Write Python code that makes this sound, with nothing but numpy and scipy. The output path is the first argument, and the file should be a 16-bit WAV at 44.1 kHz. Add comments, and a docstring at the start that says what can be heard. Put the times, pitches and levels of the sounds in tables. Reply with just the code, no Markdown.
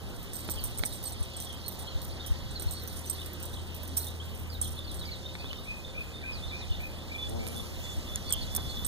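"""A low machine hum, wind on the microphone ports, a broad murmur and a far bird chorus open a sunny yard scene.
Keys or tags rattle and tick close by as ringing modes; knocks and hand bumps reach the hand-held pair.
Songbirds chirp as gliding near-sines with a smeared echo; low shaft orders accompany the hum.
Late on, a beetle drones past as wingbeat harmonics with dry clatter; treble hiss rises; a snap and a scuff follow."""
import sys
import numpy as np
from scipy import signal
from scipy.fft import rfft, irfft, next_fast_len
from scipy.io import wavfile

SR = 44100
rng = np.random.default_rng(int(sys.argv[2]) if len(sys.argv) > 2 else 0)


def dump(signal):
    """Clip the signal to [-1, 1] and save it as 16-bit WAV at the path in sys.argv[1]."""
    limited = np.clip(np.atleast_2d(signal).T, -1, 1)
    pcm = np.round(limited * 32767).astype(np.int16)
    wavfile.write(sys.argv[1], SR, pcm)


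N = 391166


def from_db(db):
    """Amplitude ratio of a level in dB."""
    return 10 ** (np.asarray(db) / 20)


def rms_one(x):
    """Scale to unit rms."""
    return x / np.sqrt(np.mean(x ** 2) + 1e-20)


def seconds():
    """Time of every sample."""
    return np.arange(N) / SR


def in_time(rows):
    """Join the points of each column by straight lines in time."""
    s, *columns = np.transpose(rows)
    return [np.interp(seconds(), s, column) for column in columns]


def at_hz(points, hz):
    """Read a curve by straight lines over log frequency."""
    point_hz, values = np.transpose(points)
    return np.interp(np.log(hz), np.log(point_hz), values)


def drift(rate_hz):
    """Random wander with spread 1: noise through a two-pole low-pass, run at SR / 40."""
    step, warm_up = 40, 2000
    r = np.exp(-2 * np.pi * rate_hz * step / SR)
    slow = signal.lfilter([1], [1, -2 * r, r * r], rng.standard_normal(N // step + warm_up + 2))[warm_up:]
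    return np.interp(np.arange(N) / step, np.arange(len(slow)), rms_one(slow - slow.mean()))


def band_pass(x, order, low_hz, high_hz, kind="band"):
    """Butterworth band-pass, or band-stop."""
    return signal.sosfilt(signal.butter(order, [low_hz, high_hz], kind, fs=SR, output="sos"), x)


# Left-right likeness of background noise. Each row: frequency in Hz, likeness (1 same, -1 opposed).
LIKENESS = [(30, -0.66), (60, -0.72), (130, 0.52), (350, 0.49), (700, 0.68), (1200, 1), (1700, -0.044),
            (2150, 0.73), (2500, 0.82), (3100, 1), (4000, 0.98), (6000, 0.54), (15000, 0.32)]
# Band where the background noise is made the same in both channels: low edge in Hz, high edge in Hz.
ALIKE_HZ = [2150, 2950]


def banded_noise(spectrum, patchy_db, rate_hz):
    """Third-octave bands of stereo noise, each with its own level, flicker and likeness; rms 1."""
    low_hz, high_hz = spectrum[0][0], spectrum[-1][0]
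    edges = np.geomspace(low_hz, high_hz, int(3 * np.log2(high_hz / low_hz)) + 2)
    white = rng.standard_normal((2, 2, N))  # neighbouring bands get unrelated noise
    shared, apart = 0, 0
    for k, (low, high) in enumerate(zip(edges, edges[1:])):
        mid, side = band_pass(white[k % 2], 2, low, high)
        centre_hz = np.sqrt(low * high)
        alike = np.clip(at_hz(LIKENESS, centre_hz), -1, 1)
        gain = from_db(at_hz(spectrum, centre_hz) + patchy_db * drift(rate_hz))
        shared = shared + gain * np.sqrt(1 + alike) * mid
        apart = apart + gain * np.sqrt(1 - alike) * side
    apart = band_pass(apart, 2, *ALIKE_HZ, kind="bandstop")
    return rms_one(shared + apart * [[1], [-1]])


def ring(clicks, hz, t60_s):
    """Two-pole resonator: a unit click sets a sine of starting height 1 ringing."""
    r, w = from_db(-60 / (t60_s * SR)), 2 * np.pi * hz / SR
    return signal.lfilter([0, np.sin(w)], [1, -2 * r * np.cos(w), r * r], clicks + 1e-18)


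def struck(at_s, peak_db, pan_db, modes, spread_db, high_db=0, high_hz=12000, ring_db=0, length_s=0, count=1):
    """Each blow is a scuffle of fading contacts that excites every mode with its own random strength.

    high_db tilts the modes above high_hz; ring_db tilts those near 8.4 kHz."""
    luck = rng.normal(0, 1, (len(at_s), len(modes), count + 1))
    late = np.sort(rng.random((len(at_s), count)), axis=1) * (np.arange(count) > 0)
    contact_s = at_s[:, None] + 2 * late * np.reshape(length_s, (-1, 1))
    at = np.minimum((contact_s * SR).astype(int), N - 1)
    lag = 1.7 * luck[:, 0, :1]  # samples: each blow reaches the ports from its own angle
    out = np.zeros((2, N))
    for k, (hz, level_db, t60_s) in enumerate(modes):
        db = peak_db + level_db + spread_db * luck[:, k, 0]
        db = db + high_db * (hz > high_hz) + ring_db * (8000 < hz < 8700)
        chance = luck[:, k, 1:]
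        sizes = np.where(late > 0, chance, 1.4 * np.sign(chance))  # the first contact is firm
        sizes = from_db(-11.6 * late) * sizes
        contacts = from_db(db[:, None] + 5.5) * sizes / np.sqrt(np.sum(sizes ** 2, axis=1, keepdims=True))
        clicks = np.zeros((2, N))
        for side, sign in enumerate((.5, -.5)):
            arrival = np.clip(at + (side * lag).astype(int), 0, N - 1)
            np.add.at(clicks[side], arrival, contacts * from_db(sign * pan_db)[:, None])
        out += ring(clicks, hz, t60_s)
    return out


def notes(table, wobble, burr_db, echo_db, soft=0.11, wide=0.5):
    """Near-sine notes with jittered pitch and throbbing level; far trees smear them with a noise tail."""
    out = np.zeros(N)
    jitter, throb = drift(230), drift(80)
    for glide, s, length_s, *pitches_hz, level_db in table:
        i = int(s * SR)
        u = np.linspace(0, 1, int(length_s * SR))[:N - i]
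        here = slice(i, i + len(u))
        hz = glide(u, length_s, *pitches_hz) * (1 + wobble * jitter[here])
        level = from_db(level_db + burr_db * (throb[here] - throb[here].mean()))
        out[here] += np.sin(np.pi * u) ** soft * level * np.sin(2 * np.pi * np.cumsum(hz) / SR)
    tail_s = np.arange(SR // 2) / SR
    mid, side = rng.standard_normal((2, SR // 2)) * from_db(-60 * tail_s / 0.44)
    tail = (mid + wide * side * [[1], [-1]]) / np.sqrt(np.sum(mid ** 2))
    return out + from_db(echo_db) * signal.fftconvolve(out[None], tail, axes=1)[:, :N]


def glide(hz_per_s):
    """A straight pitch slope, for notes()."""
    return lambda u, length_s, hz: hz + hz_per_s * length_s * u


# Air levels, also played by far_chorus(). Each row: time in seconds, hum in dB peak, chorus in dB rms.
AIR = [(0.0, -42, -59), (0.2, -59, -55.5), (0.54, -43, -49), (0.62, -49, -51.5), (3.14, -41, -51),
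       (3.6, -43.5, -55.5), (3.95, -38, -53.5), (4.55, -37.5, -63), (5.09, -44, -52), (5.9, -51.5, -56.5),
       (6.25, -45, -57), (6.57, -43.5, -51), (6.87, -44.5, -55), (8.87, -44, -49)]
# Shaft orders. Each row: frequency in Hz, mean level in dB rms.
SHAFT_ORDERS = [(117.3, -54.5), (177, -60), (234, -62.5), (351, -65), (527.6, -61.5), (587, -72)]
HUM_HZ, ORDERS_WAVER_DB = 81.8, 1.2


def machine():
    """A low engine tone that swells, and steady shaft orders that waver a little."""
    t = seconds()
    hum_db, _ = in_time(AIR)
    hum_split, order_split = np.array([[.15], [-.15]]), np.array([[.45], [-.45]])  # left, right radians
    out = from_db(hum_db) * np.sin(2 * np.pi * HUM_HZ * t + 0.71 * drift(0.8) + hum_split)
    for hz, db in SHAFT_ORDERS:
        peak = np.sqrt(2) * from_db(db + ORDERS_WAVER_DB * drift(1.2))
        out = out + peak * np.sin(2 * np.pi * hz * t + 0.6 * drift(1.6) + order_split)
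    return out


# Wind colour. Each row: frequency in Hz, relative level in dB per Hz.
WIND_COLOUR = [(15, -11), (30, -3.5), (60, 0.5), (110, -14), (200, -18.5), (400, -34)]
WIND_DB, GUST_S, GUST_DB_PER_S = -42.5, 7.8, 7


def wind():
    """Puffs on the ports: low noise with a wandering level, picking up at the end."""
    gust_db = GUST_DB_PER_S * np.maximum(seconds() - GUST_S, 0)
    level = from_db(WIND_DB + gust_db + 1.94 * drift(2.6))
    return level * banded_noise(WIND_COLOUR, patchy_db=1.5, rate_hz=4.0)


# Murmur colour. Each row: frequency in Hz, relative level in dB per Hz.
MURMUR_COLOUR = [(50, -42), (120, -4.5), (300, -5), (700, -9.5), (1400, -15.5), (2000, -20), (3000, -13),
                 (5000, -25), (8000, -27), (16000, -32.5)]
MURMUR_DB = -46.5


def murmur():
    """Broad background noise, nearly steady in level."""
    return from_db(MURMUR_DB + .5 * drift(0.21)) * banded_noise(MURMUR_COLOUR, patchy_db=1.68, rate_hz=5.9)


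# Far bird colour. Each row: frequency in Hz, relative level in dB per Hz.
CHORUS_COLOUR = [(1800, 33.5), (2300, -58), (2800, -11), (3400, -1), (4200, -1.5), (5000, -6), (6200, -11),
                 (7500, -17)]


def far_chorus():
    """Far birds merged into fast-flickering noise bands that follow AIR."""
    _, chorus_db = in_time(AIR)
    return from_db(chorus_db) * banded_noise(CHORUS_COLOUR, patchy_db=2.5, rate_hz=30.0)


# Hiss level. Each row: time in seconds, level in dB rms.
HISS = [(0, -76), (6.9, -79), (7.3, -55), (8.0, -55), (8.87, -54.5)]
# Hiss colour. Each row: frequency in Hz, relative level in dB per Hz.
HISS_COLOUR = [(5000, -7), (6500, -5), (8000, -12), (10000, -14), (13000, -6), (15800, -23)]


def hiss():
    """Treble noise, faint at first, rising as the microphones turn."""
    level_db, = in_time(HISS)
    return from_db(level_db) * banded_noise(HISS_COLOUR, patchy_db=3.5, rate_hz=9.6)


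SHAKE_DB, SHAKE_T60_S = -13, 0.31
GRIPPED_S, GRIPPED_T60_S = 8, 0.011  # ticks are damped from this time, to this longest ring


def settling():
    """After each free tick the loose parts go on shaking, with exponential decay."""
    s, peak_db, _, _ = np.transpose(TICKS)
    free = s < GRIPPED_S
    kicks = np.zeros(N)
    kicks[(s[free] * SR).astype(int)] = from_db(peak_db[free] + SHAKE_DB)
    return signal.lfilter([1], [1, -from_db(-60 / (SHAKE_T60_S * SR))], kicks + 1e-18)


# Fine rattle between ticks. Each row: time in seconds, base level in dB.
RATTLE = [(0.0, -60.5), (0.49, -59), (0.94, -57), (1.31, -66), (2.57, -69.5), (2.99, -48.5), (3.4, -62),
          (3.98, -58), (4.91, -63), (6.2, -66), (8.87, -61.5)]
# Modes of the small hard pieces, also for ticks(). Each row: frequency in Hz, level in dB, t60 in seconds.
TICK_MODES = [(5590, -8, 0.0036), (6030, -18.5, 0.036), (7300, -19, 0.0072), (8410, -7.5, 0.029),
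              (8400, -10.5, 0.017), (8890, -5, 0.005), (9130, -13.5, 0.021), (9950, -2, 0.0034),
              (10800, -11, 0.0045), (12100, -15, 0.0076), (13025, -22, .03), (13800, -11, .022),
              (14050, -11, .018), (15200, -10, 0.0033)]
# Loose pieces of two sizes: pitch ratio of each.
PIECE_PITCH = [1, .987]


def rattle(per_s, size_db):
    """Dense, uneven small touches excite the tick modes, a little lower in the larger pieces."""
    at_s = np.sort(rng.uniform(0, N / SR, int(per_s * N / SR)))
    at = (at_s * SR).astype(int)
    sizes_db = size_db * np.minimum(rng.exponential(1, len(at_s)), 4)
    high_db, ring_db = 4.0 * drift(8)[at], 5.0 * drift(8)[at] - 2
    pan_db = rng.normal(0.0, 5.0, len(at_s))
    piece = rng.integers(0, len(PIECE_PITCH), len(at_s))
    touches = 0
    for k, pitch in enumerate(PIECE_PITCH):
        own = piece == k
        modes = [(hz * pitch, db, t60_s) for hz, db, t60_s in TICK_MODES]
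        touches = touches + struck(at_s[own], sizes_db[own], pan_db[own], modes, spread_db=4.0,
                                   high_db=high_db[own], ring_db=ring_db[own])
    base_db, = in_time(RATTLE)
    return (from_db(base_db) + settling()) * from_db(3.3 * drift(20)) * rms_one(touches)


# Ticks. Each row: start in seconds, contact level in dB, tilt of high modes in dB, tilt of 8.4 kHz ring in dB.
TICKS = [(.334, -34.5, 1, -4), (.355, -37, 6, -4), (.478, -40, 0, 8), (0.4977, -30.5, -8, 5),
         (0.614, -54, -8, 13), (.639, -33, 10, 7), (0.644, -45, 11, 2), (0.7758, -38.5, -8, 13.5),
         (.785, -36, 5, 7), (0.8522, -30.5, -12, 14), (0.924, -44, -2, 17), (.959, -47, -4, 7),
         (1.028, -41, 4, -4), (1.039, -39, 11, -5), (1.0543, -39, -3, 12), (1.069, -38.5, -3, 11),
         (1.122, -41, -6, 14), (1.228, -44, -2, 10), (1.3663, -38, 0, 6), (1.402, -31, 4, -6),
         (1.526, -41, -6, 0), (1.662, -41, -2, 3), (1.681, -33, 8, 4), (1.790, -41, 0, -10),
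         (1.820, -50, -6, 11), (2.017, -38, -6, -11), (2.046, -40, -6, -10), (2.111, -43, -6, -10),
         (2.263, -34.5, -7, -9), (2.510, -42, -10, 1), (2.597, -39.5, -7, 9.5), (2.6216, -34, 1, -3),
         (2.71, -36, 8, 4), (2.876, -36.5, 6, -7), (3.098, -32, 3, 14), (3.13, -41, 4, 2),
         (3.261, -39.5, 7, -3), (3.332, -42, 6, -16), (3.4, -48, 7, 4), (3.428, -37, 6, 1),
         (3.454, -37.5, 5, -3), (3.746, -36, -1, -14), (3.8325, -42, 10, -10), (3.876, -42, 6, 1),
         (3.968, -35, 3, 8), (3.9718, -24.5, -1, 3), (4.044, -37, 1, 0), (4.0692, -34.5, -3, 0),
         (4.349, -39.5, -4, 0), (4.6143, -31.5, -8, 12.5), (4.626, -29.5, -6, -2), (4.645, -34, -4, 6),
         (4.914, -41, -4, 3), (4.944, -38, -7, -7), (7.292, -40, -4, -4), (8.294, -37, -10, 3),
         (8.306, -35, -6, 12), (8.325, -24, 3, 3.5), (8.337, -24, 2, 0), (8.550, -28.5, 6, 2),
         (8.563, -20, 4, 2), (8.848, -34, -13, 19), (8.863, -33, 9, 6)]


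def ticks():
    """Small hard pieces collide in short scuffles; once gripped, their modes die sooner."""
    s, peak_db, high_db, ring_db = np.transpose(TICKS)
    free, pan_db = s < GRIPPED_S, rng.normal(-1.2, 3.1, len(s))
    damped = [(hz, db, min(t60_s, GRIPPED_T60_S)) for hz, db, t60_s in TICK_MODES]
    out = 0
    for some, modes, scuffle_s in ((free, TICK_MODES, .006), (~free, damped, .0035)):
        out = out + struck(s[some], peak_db[some], pan_db[some], modes, spread_db=2.5, high_db=high_db[some],
                           ring_db=ring_db[some], length_s=scuffle_s, count=10)
    return out


# Dull knocks. Each row: start in seconds, contact level in dB, left-right in dB, tilt of high modes in dB.
KNOCKS = [(0.489, -29.5, -5.5, -7.5), (0.794, -44, -17, -2), (0.836, -29, -14.5, -1), (5.042, -41, -5, 1),
          (5.3525, -47.5, 3.5, 11.5), (5.444, -34, -4, -10), (5.531, -48.5, -2.5, 15.5),
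          (7.468, -42, -4, 4.5), (8.307, -33, 4, -6), (8.556, -42, -1, 5), (8.579, -35, 4, -3),
          (2.621, -45, -3, 7)]
# Knock modes. Each row: frequency in Hz, level in dB, t60 in seconds.
KNOCK_MODES = [(350, 0.5, 0.0096), (790, -6, 0.005), (1400, -3, 0.0048), (2210, -1, 0.0084),
               (3570, 1, 0.0051), (4230, -8, 0.0055)]


def knocks():
    """Dull blows: short scuffles on low, quickly damped modes."""
    s, peak_db, pan_db, high_db = np.transpose(KNOCKS)
    return struck(s, peak_db, pan_db, KNOCK_MODES, spread_db=1.5, high_db=high_db, high_hz=1800,
                  length_s=.004, count=6)


# Harsh chirrups. Each row: start in seconds, length in seconds, start pitch in Hz, level in dB.
CHIRRUPS = [(0.558, 0.041, 3370, -45), (0.918, 0.022, 3920, -44.5), (1.337, 0.037, 3500, -47.5),
            (1.457, 0.045, 3720, -46), (1.501, 0.032, 3220, -44.5), (1.863, 0.034, 3410, -46.5),
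            (2.017, 0.022, 3930, -54), (2.196, 0.08, 3790, -47.5), (2.416, .02, 4300, -51),
            (3.52, 0.083, 3790, -51), (3.208, 0.014, 3200, -46), (4.623, 0.04, 3460, -46.5),
            (4.902, 0.029, 3490, -52), (5.483, 0.033, 3270, -44.5), (6.212, 0.044, 1930, -50),
            (6.693, 0.045, 3160, -50), (8.311, 0.038, 3354, -38)]
CHIRRUP_HZ_PER_S = 9500


def chirrups():
    """Falling notes made harsh by strong pitch jitter and throb."""
    table = [(glide(-CHIRRUP_HZ_PER_S), *row) for row in CHIRRUPS]
    return notes(table, wobble=.045, burr_db=5.0, echo_db=-5)


# Downsweeps. Each row: start in seconds, length in seconds, start pitch in Hz, level in dB.
SWEEPS = [(0.59, 0.045, 4760, -44.5), (0.717, 0.045, 4450, -50.5), (1.054, 0.032, 4700, -44),
          (1.113, 0.064, 4350, -51), (2.541, 0.043, 4800, -42), (2.682, 0.026, 4380, -46),
          (2.803, 0.035, 4400, -49), (4.497, 0.068, 5040, -44.5), (4.631, 0.049, 4390, -43.5),
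          (4.763, 0.043, 4370, -46.5), (4.843, .018, 4820, -47), (4.872, 0.051, 4530, -44.5),
          (4.991, .05, 4450, -43.5), (5.046, 0.05, 5050, -45.5), (5.108, 0.055, 4600, -42),
          (4.897, .022, 5250, -53), (6.321, 0.07, 5220, -43.5), (6.477, 0.052, 4340, -44.5),
          (6.598, 0.047, 4290, -44.5), (6.722, 0.058, 4450, -48), (7.121, 0.054, 4180, -51),
          (8.37, .03, 4600, -49), (8.424, 0.025, 4230, -45.5)]
# Upsweeps. Each row: start in seconds, length in seconds, start pitch in Hz, level in dB.
UPSWEEPS = [(3.066, 0.017, 5900, -45), (4.2, 0.028, 3110, -43), (4.066, 0.033, 3480, -42),
            (3.18, 0.036, 3350, -44), (5.44, 0.063, 3200, -46.5), (1.7, 0.022, 3500, -55)]
# Arches, up and over. Each row: start in seconds, length in seconds, middle pitch in Hz, level in dB.
ARCHES = [(1.634, 0.063, 4320, -44), (1.871, 0.055, 4310, -46), (2.35, 0.048, 4500, -54),
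          (2.734, 0.071, 4420, -46), (5.39, 0.042, 4640, -49), (8.275, 0.032, 4610, -40),
          (8.41, 0.0244, 4500, -39), (8.692, 0.032, 4460, -42)]
# Steep thin flicks. Each row: start in seconds, start pitch in Hz, end pitch in Hz, level in dB.
FLICKS = [(2.118, 3960, 5100, -46.5), (3.148, 4350, 3350, -44.5), (3.205, 4270, 3190, -45),
          (3.996, 3550, 4500, -45), (4.027, 4700, 3640, -42)]
SWEEP_HZ_PER_S, UPSWEEP_HZ_PER_S = 22000, 16000
ARCH_RISE_HZ, ARCH_DROP_HZ, FLICK_S = 480, 560, 0.0172


def whistles():
    """Clear bird notes: straight sweeps, parabolic arches and steep flicks of pitch."""
    def arch(u, length_s, hz):
        return np.polyval(np.polyfit([0, .5, 1], [hz - ARCH_RISE_HZ, hz, hz - ARCH_DROP_HZ], 2), u)

    def flick(u, length_s, start_hz, end_hz):
        return start_hz + (end_hz - start_hz) * u

    table = [(glide(-SWEEP_HZ_PER_S), *row) for row in SWEEPS]
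    table += [(glide(UPSWEEP_HZ_PER_S), *row) for row in UPSWEEPS]
    table += [(arch, *row) for row in ARCHES]
    table += [(flick, s, FLICK_S, *rest) for s, *rest in FLICKS]
    return notes(table, wobble=.005, burr_db=3.5, echo_db=-7, soft=.3)


# Hand bumps. Each row: centre in seconds, pulse level in dB.
BUMPS = [(0.808, -22), (1.215, -20.5), (1.96, -21), (2.317, -17), (2.67, -20), (6.711, -19), (7.983, -23)]


def bumps(hz, length_s):
    """The hand rocks the ports against each other: a soft low cycle or two, opposed left and right."""
    out, u = np.zeros(N), np.linspace(-1, 1, int(length_s * SR))
    for (s, pulse_db), (pitch, phase) in zip(BUMPS, rng.random((len(BUMPS), 2))):
        i = int((s - length_s / 2) * SR)
        cycle = np.sin(np.pi * hz * (.75 + .5 * pitch) * length_s * u + 2 * np.pi * phase)
        out[i:i + len(u)] += from_db(pulse_db) * np.exp(-5 * u ** 2) * cycle
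    return out * [[1.1], [-.9]]


# Catches of a thinner piece. Each row: start in seconds, level in dB.
THIN = [(1.038, -46), (1.69, -52), (3.099, -45), (3.255, -53), (3.975, -48), (4.63, -52)]
THIN_HZ, THIN_T60_S = 13030, 0.14


def thin_piece():
    """A thinner piece rings on in one high mode when caught."""
    s, peak_db = np.transpose(THIN)
    return struck(s, peak_db, np.full(len(s), -3.0), [(THIN_HZ, 0, THIN_T60_S)], spread_db=0,
                  length_s=.025, count=5)


# Two-note song. Each row: start in seconds, low pitch in Hz, low level in dB, high pitch in Hz, high level in dB.
SONG = [(4.572, 2370, -72, 3590, -46.5), (5.045, 2300, -53, 3700, -46), (5.37, 2550, -49, 3710, -48.5),
        (5.655, 2510, -41, 3670, -48), (5.941, 2495, -41, 3645, -46.5), (6.23, 2500, -40, 3575, -44),
        (6.507, 2450, -41.5, 3547, -47), (6.795, 2470, -43, 3610, -52), (7.095, 2380, -42.5, 3560, -65),
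        (7.39, 2330, -46, 3680, -54)]
LOW_NOTE_S, LOW_SLIDE_HZ = 0.088, 260
HIGH_AFTER_S, HIGH_NOTE_S, HIGH_SLIDE_HZ = .18, 0.074, 300


def song():
    """A burry low note, then a high one, each sliding up exponentially toward its pitch."""
    def slide(u, length_s, hz, below_hz):
        return hz - below_hz * np.exp(-u / 0.144)

    table = [(slide, s, LOW_NOTE_S, hz, LOW_SLIDE_HZ, db) for s, hz, db, _, _ in SONG]
    table += [(slide, s + HIGH_AFTER_S, HIGH_NOTE_S, hz, HIGH_SLIDE_HZ, db) for s, _, _, hz, db in SONG]
    return notes(table, wobble=0.022, burr_db=4.5, echo_db=-2.0, soft=.5, wide=.1)


# Piped notes. Each row: start in seconds, length in seconds, level in dB.
PIPES = [(7.18, 0.097, -38), (7.55, 0.064, -43), (7.84, 0.1, -43.5), (8.07, 0.1, -44.5), (8.24, 0.17, -45),
         (8.37, 0.067, -46), (8.47, 0.15, -46.5), (8.58, 0.28, -46.5), (8.77, 0.031, -43)]
PIPE_HZ = 3477


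def pipes():
    """Bird notes around one pitch, with slight jitter and throb."""
    table = [(glide(0), s, length_s, PIPE_HZ, db) for s, length_s, db in PIPES]
    return notes(table, wobble=0.0093, burr_db=2.8, echo_db=-9.0)


# Beetle passing. Each row: time in seconds, wingbeat in Hz, drone level in dB.
BEETLE = [(7.22, 100, -69), (7.3, 106.9, -44.5), (7.37, 118, -41.5), (7.45, 106.7, -44.5),
          (7.487, 113.6, -50), (7.58, 116.1, -48.5), (7.66, 116.3, -55), (7.75, 114, -64)]
# Wingbeat harmonics. Each row: multiple of the wingbeat, level in dB.
WING_ORDERS = [(1, -2), (2, 3), (3, -3), (4, -2.5), (5, -7), (6, -5.5), (7, -6.5), (8, -15)]
BRUSH_S, BRUSH_LENGTH_S, BRUSH_DB = 7.463, .028, -30.5  # wings brush something for about three strokes
CLATTER_S, CLATTER_DB, CLATTER_FADE_DB_PER_S = 7.57, -36, 106  # apart from the brush, loudest as it leaves


def beetle():
    """Wingbeat harmonics, so near that the ports hear them partly opposed, and a dry clatter once a stroke."""
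    t = seconds()
    hz, drone_db = in_time(BEETLE)
    phase = 2 * np.pi * np.cumsum(hz * (1 + 0.01 * drift(12.4))) / SR
    phase = phase - phase[int(7.468 * SR)]  # puts a stroke peak inside the brush
    apart = np.array([[1.1], [-1.1]])
    wings = sum(from_db(db + 2.0 * drift(11)) * np.sin(k * phase + k * k + apart) for k, db in WING_ORDERS)
    drone = from_db(drone_db) * wings * from_db([[2.0], [-2.0]])

    brushing = (t > BRUSH_S) & (t < BRUSH_S + BRUSH_LENGTH_S)
    clatter_db = np.where(brushing, BRUSH_DB, CLATTER_DB - CLATTER_FADE_DB_PER_S * np.abs(t - CLATTER_S))
    stroke = (.5 + .5 * np.cos(phase)) ** 6
    scratch = band_pass(rng.standard_normal(N), 1, 8000, 11500)
    clatter = from_db(clatter_db + 3.0 * drift(60)) * stroke * scratch * from_db([[-2.0], [2.0]])
    present = (t > BEETLE[0][0]) & (t < BEETLE[-1][0])
    return present * (drone + clatter)


SNAP_S, SNAP_DB = 8.1584, -23


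def snap():
    """One dry snap: a single contact on three short modes."""
    modes = [(6770, -3.5, 0.0071), (9100, 0.0, 0.0033), (13100, -10, 0.0011)]  # Hz, dB, t60 s
    return struck(np.array([SNAP_S]), SNAP_DB, np.zeros(1), modes, spread_db=2)


SCUFF_S, SCUFF_DB, SCUFF_T60_S = 8.577, -45, .2


def scuff():
    """The hand scuffs the body: a dull rough rub of band noise that dies away."""
    t = seconds() - SCUFF_S
    rub = band_pass(rng.standard_normal(N), 2, 300, 1300)
    level_db = SCUFF_DB - 60 * np.maximum(t, 0) / SCUFF_T60_S + 3.0 * drift(60)
    return (t > 0) * from_db(level_db) * rms_one(rub)


def scene():
    """Sum all sources at the two ports."""
    air = machine() + wind() + murmur() + far_chorus() + hiss()
    hard_things = rattle(per_s=1200, size_db=2.5) + ticks() + thin_piece() + snap()
    handling = knocks() + bumps(hz=67.0, length_s=0.046) + scuff()
    birds = chirrups() + whistles() + song() + pipes()
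    return air + hard_things + handling + birds + beetle()


# Left-right shade. Each row: frequency in Hz, left-right difference in dB.
LEFT_SHADE = [(100, 0.5), (250, -3), (800, 0), (2550, 0), (4400, -3.5), (8000, -4), (15000, -9.5)]
# Left channel phase. Each row: frequency in Hz, phase in radians.
LEFT_PHASE = [(0, 0), (1450, -.15), (1950, -2.85), (2350, -3.1), (2750, -3.19), (3200, -4.8), (6460, -12.5),
              (6800, -12.7), (7750, -15.7), (8440, -15.9), (9220, -18.4), (12100, -24.7), (14900, -30.9),
              (22050, -45)]
CUTOFF_HZ = 16500


def record(dry):
    """The recorder's stereo: the left channel's phase is turned, its treble later and duller. The top is cut."""
    size = next_fast_len(N + 512)
    hz = np.arange(size // 2 + 1) * SR / size
    shade = from_db(at_hz(LEFT_SHADE, hz + 1) / 2)  # half the difference on each side
    turn = np.exp(1j * np.interp(hz, *np.transpose(LEFT_PHASE)))
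    stereo = irfft(rfft(dry, size) * [shade * turn, 1 / shade], size)[:, :N]
    for stop_db, stop_hz in ((20, 15900), (70, CUTOFF_HZ)):
        stereo = signal.sosfilt(signal.cheby2(12, stop_db, stop_hz, fs=SR, output="sos"), stereo)
    return stereo


dry = scene()
out = record(dry)
dump(out)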